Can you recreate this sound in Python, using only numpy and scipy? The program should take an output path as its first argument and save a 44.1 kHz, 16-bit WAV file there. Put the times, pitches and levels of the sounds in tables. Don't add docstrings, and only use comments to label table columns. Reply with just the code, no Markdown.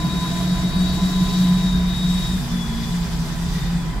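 import sys
import numpy as np
from scipy import signal
from scipy.fft import rfft, irfft
from scipy.io import wavfile
from scipy.ndimage import uniform_filter1d

SR = 44100
rng = np.random.default_rng(int(sys.argv[2]) if len(sys.argv) > 2 else 0)


def inscribe(sig):
    pcm = np.round(np.clip(np.atleast_2d(sig).T, -1, 1) * 32767)
    wavfile.write(sys.argv[1], SR, pcm.astype(np.int16))


N = 176400

GLIDE_START_S, GLIDE_END_S = 0.98, 2.66
# (time [s], relative level [dB])
DRAUGHT_DB = [(0, -41.5), (.41, -38.3), (.73, -41.5), (.85, -39), (1.45, -37), (1.55, -39), (1.8, -42),
              (2.16, -38), (2.44, -39.5), (2.6, -42), (2.78, -41), (3.45, -41.5), (3.55, -40), (3.8, -44),
              (4.0, -48.5)]
# (frequency [Hz], left minus right [dB])
BALANCE_DB = [(30, -1.5), (60, -2.5), (200, 0.5), (700, -1), (1300, -6), (2400, 1), (4400, 3), (8000, 1),
              (15000, 2.5)]


def cabin_boom():
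    # (time [s], pitch [Hz])
    pitch_hz = [(0, 177.5), (.7, 181.5), (1.2, 183.5), (1.6, 181.5), (2.1, 179.5), (2.4, 184), (2.7, 173),
                (3.3, 171.5), (4.0, 171.5)]
    # (time [s], relative level [dB])
    level_db = [(0, -37), (.04, -20), (.14, -28.5), (.42, -21.5), (.46, -22.5), (.53, -16), (.58, -29),
                (.65, -13), (.72, -38), (.77, -17.5), (.83, -14.5), (.9, -20.5), (.94, -22), (1.0, -29),
                (1.03, -12.5), (1.08, -22), (1.22, -15), (1.27, -24), (1.41, -15), (1.55, -13), (1.61, -23),
                (1.65, -14.5), (1.71, -23), (1.75, -18.5), (1.89, -17), (1.95, -27.5), (2.05, -18),
                (2.16, -16.5), (2.22, -30.5), (2.36, -18.5), (2.46, -44.5), (2.55, -20.5), (2.72, -42),
                (2.89, -32), (2.95, -17.5), (3.14, -30.5), (3.22, -18.5), (3.28, -30), (3.42, -25.5),
                (3.57, -24), (3.61, -37), (3.72, -17.5), (3.87, -41)]
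    phase = turns(curve(pitch_hz) * (1 + 0.0071 * walk(11.3)))
    return np.sqrt(2) * undb(curve(level_db) - 1.25) * np.sin(phase)


def rumble():
    # (frequency [Hz], width [Hz], early level [dB], late level [dB])
    bands = [(31.3, 16, -36, -34), (46.3, 11.3, -32.5, -31), (70.8, 9.4, -33, -35.5),
             (135.9, 16.5, -32, -33.5), (161.7, 17, -30, -32), (276, 40, -41.5, -60),
             (318.5, 21.4, -41.5, -51.5), (407.5, 48, -45, -50), (677, 52, -42, -52.5),
             (870, 240, -61, -47.5)]
    # (time [s], gain [dB])
    swell_db = [(0, -1), (.35, -5), (.55, -1.5), (.85, 3.5), (1.05, -1), (1.5, 0.5), (2.25, 1.5),
                (2.7, -2.5), (3.25, 0.5), (4.0, 0)]
    deep_top_hz = 90
    ringing = resonances(bands, side_db=-17.5, flutter_db=0.1)
    deep = irfft(rfft(ringing) / (1 + (bins() / deep_top_hz) ** 10), N)
    return ringing + deep * (undb(curve(swell_db)) - 1)


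def road_rush():
    # (frequency [Hz], relative density [dB])
    spectrum_db = [(10, -40), (24, 1), (70, -8.5), (95, -14), (140, -2.5), (210, -0.5), (270, -10),
                   (400, -16), (540, -21.5), (760, -17.5), (1100, -18), (1300, -19.5), (1750, -18),
                   (2200, -23), (2700, -26.5), (4000, -37), (16000, -75)]
    level_db = curve([(GLIDE_START_S, -31.7), (GLIDE_END_S, -33.7)])
    return undb(level_db) * rush(spectrum_db)


def tyre_hum():
    # (time [s], pitch [Hz])
    pitch_hz = [(0, 1007), (.8, 1003), (1.25, 1012), (1.6, 1004.5), (1.8, 994), (2.1, 1001), (3.0, 1001.5),
                (4.0, 1000.5)]
    # (time [s], relative level [dB])
    level_db = [(0, -35.5), (.06, -33), (.13, -39.5), (.24, -31.5), (.3, -43.5), (.38, -33.5), (.49, -45.5),
                (.59, -34.5), (.69, -48), (.75, -33), (.81, -47), (.9, -36.5), (.96, -47), (1.0, -33.5),
                (1.06, -41.5), (1.12, -38), (1.34, -35.5), (1.39, -43), (1.49, -36), (1.76, -44.5),
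                (1.83, -39), (1.95, -50.5), (2.3, -42.5), (2.38, -54), (2.65, -45), (3.55, -48),
                (4.0, -42.5)]
    phase = turns(curve(pitch_hz) * (1 + 0.0019 * walk(23)))
    gain = np.sqrt(2) * undb(curve(level_db) - 0.5)
    return gain * np.array([undb(0.8 * walk(12)) * np.sin(phase + 0.45 * walk(8)) for _ in range(2)])


def engine():
    # (time [s], pitch [Hz])
    pitch_hz = [(0, 3776), (.62, 3774), (1.02, 3794), (1.6, 3772), (1.79, 3716), (2.0, 3756), (2.28, 3768),
                (2.5, 3510), (2.62, 3418), (2.75, 3390), (3.0, 3520), (3.25, 3550), (3.5, 3630),
                (3.7, 3645), (3.8, 3480), (3.9, 3200), (4.0, 3060)]
    whine_hz = uniform_filter1d(curve(pitch_hz), SR // 16, mode="nearest")
    return engine_drone(firing_hz=whine_hz / 60) + engine_whine(whine_hz)


def engine_drone(firing_hz):
    # (multiple of firing rate, level [dB])
    harmonics = [(1, -41), (2, -46), (3, -39), (5, -52.5)]
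    # (time [s], level [dB])
    overrun_db = [(0, -49), (2.3, -48), (2.45, -32.5), (2.7, -30), (2.86, -29), (2.96, -40), (3.3, -39),
                  (3.55, -58), (4.0, -39)]
    phase = turns(firing_hz * (1 + 0.0039 * walk(9.7)))
    drone = sum(undb(db + 2 * walk(1.3)) * np.sin(k * phase) for k, db in harmonics)
    overrun = undb(curve(overrun_db) + 1.3 * walk(5)) * np.sin(4 * phase)
    return np.sqrt(2) * (drone + overrun)


def engine_whine(hz):
    # (time [s], relative level [dB])
    level_db = [(0, -40.5), (.12, -36.5), (.3, -37), (.35, -41), (.62, -39), (.88, -35), (.96, -38.5),
                (1.45, -36), (1.55, -38.5), (1.7, -33.5), (1.82, -41), (1.97, -32.5), (2.27, -35),
                (2.46, -49), (2.56, -40), (2.75, -42.5), (2.86, -42.5), (2.97, -51), (3.35, -57),
                (3.66, -43.5), (3.74, -57), (3.8, -46.5), (4.0, -62)]
    # (time [s], flicker depth [dB])
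    breakup_db = [(2.25, 0), (2.45, 2.8)]
    pan_db, lead_rad = 7.5, 0.64
    phase = turns(hz * (1 + 0.0012 * walk(39)))
    left = undb(pan_db / 2 + 1.45 * walk(39)) * np.sin(phase + lead_rad)
    right = undb(-pan_db / 2 + 2.9 * walk(19)) * np.sin(phase)
    gain = undb(curve(level_db) + curve(breakup_db) * (walk(27) - .5))
    return np.sqrt(2) * gain * np.array([left, right])


def air_rush():
    # (frequency [Hz], relative density [dB])
    spectrum_db = [(20, -25), (1200, -11), (2600, -6.5), (3500, 3), (4150, 0), (4700, -0.5), (5800, -1),
                   (6500, -5.5), (7500, -2.5), (8600, -7.5), (10300, -9.5), (11600, -9), (13500, -12),
                   (16000, -18)]
    return undb(curve(DRAUGHT_DB) - 0.83 + 0.35 * walk(9.6)) * rush(spectrum_db)


def whistles():
    # (frequency [Hz], width [Hz], early and late relative level [dB])
    bands = [(1927, 91, -61, -53.5), (2455, 58, -60, -59), (3080, 34, -68, -57.5), (3700, 120, -53, -58),
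             (4000, 30, -49.5, -63), (4370, 79, -51, -76), (4536, 48, -51.5, -56.5), (4740, 52, -59, -54.5),
             (4890, 55, -61, -55.5), (5410, 72, -58, -61.5), (6060, 56, -61, -55), (6820, 190, -55.5, -62),
             (7590, 160, -62, -58), (5100, 310, -60, -58)]
    draught_db = curve(DRAUGHT_DB)
    gain = undb(0.77 * (draught_db - draught_db.mean()))
    return gain * resonances(bands, side_db=-4.5, flutter_db=2.5)


def squeals():
    # (start [s], length [s], pitch [Hz], level at mid-swell [dB])
    tones = [(0.617, 0.36, 4640, -48), (1.12, .46, 4508, -48.5), (1.55, .9, 3500, -49),
             (2.7, .4, 4860, -54)]
    t, out = np.arange(N) / SR, 0
    for start_s, length_s, hz, db in tones:
        swell = np.sin(np.pi * np.clip((t - start_s) / length_s, 0, 1))
        phase = turns(hz * (1 + 0.00257 * walk(40.6)))
        flutter_db = 4.3 * np.array([walk(18), walk(18)])
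        out = out + np.sqrt(2) * swell * undb(db + flutter_db) * np.sin(phase)
    return out


def cabin_echoes(x):
    delay_s, decay_s, corner_hz = 0.002, 0.0064, 1500
    t = np.arange(N) / SR
    echoes = rng.standard_normal((2, N)) * np.exp(-t / decay_s) * (t > delay_s)
    echoes = undb(-3.5) * echoes / np.linalg.norm(echoes, axis=1, keepdims=True)
    treble = bins() / (bins() + corner_hz)
    return irfft(rfft(x) * (1 + treble * rfft(echoes)), N)


def resonances(rows, side_db, flutter_db):
    f, out = bins(), 0
    for hz, width_hz, early_db, late_db in rows:
        ring = 1 / (1 + ((f / hz - hz / f) * hz / width_hz / np.sqrt(2)) ** 2)
        level_db = curve([(GLIDE_START_S, early_db), (GLIDE_END_S, late_db)])
        gain = undb(level_db + flutter_db * walk(2.7))
        out = out + gain * balance(hz) * ears(noise(ring), undb(side_db) * noise(ring))
    return out


def rush(spectrum_db, flicker_db=1.37, flicker_hz=19):
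    # (frequency [Hz], correlation [0-1])
    likeness = [(60, 0.86), (140, 0), (290, 0.86), (640, 0.75), (1400, 0.36), (3100, 0), (6000, 0),
                (15000, 0)]
    f = bins()
    alike = across(likeness, f)
    mid, side = rfft(rng.standard_normal((2, N)))
    spectra = ears(mid * np.sqrt(1 + alike), side * np.sqrt(1 - alike))
    spectra = spectra * undb(across(spectrum_db, f)) * balance(f)
    half_octaves = np.clip(2 * np.log2(f / 125), 0, 14)
    out = 0
    for k in range(15):
        band = irfft(spectra * np.maximum(1 - abs(half_octaves - k), 0), N)
        out = out + band * undb(flicker_db * walk(flicker_hz))
    return out / out.mean(axis=0).std()


def balance(hz):
    return undb(np.outer([.5, -.5], across(BALANCE_DB, hz)))


def ears(mid, side):
    return np.array([mid + side, mid - side])


def undb(db):
    return 10 ** (np.asarray(db) / 20)


def curve(rows):
    return np.interp(np.arange(N) / SR, *np.array(rows, float).T)


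def across(rows, hz):
    f, values = np.array(rows, float).T
    return np.interp(np.log(hz), np.log(f), values)


def bins():
    return np.maximum(np.arange(N // 2 + 1) * SR / N, 1)


def noise(gain):
    count = np.flatnonzero(gain > gain.max() / 1000)[-1] + 1
    y = irfft(rng.standard_normal(2 * count).view(complex) * gain[:count], N)
    return y / y.std()


def walk(rate_hz):
    return noise(np.exp(-.5 * (bins() / rate_hz) ** 2))


def turns(hz):
    return 2 * np.pi * (np.cumsum(hz) / SR + rng.random())


def scene():
    rushing = road_rush() + air_rush()
    direct = whistles() + engine() + cabin_boom() + tyre_hum() + rumble() + squeals()
    return direct + cabin_echoes(rushing)


def record(dry):
    top_hz = 15720
    return signal.sosfiltfilt(signal.ellip(10, .05, 60, top_hz, fs=SR, output="sos"), dry)


dry = scene()
out = record(dry)
inscribe(out)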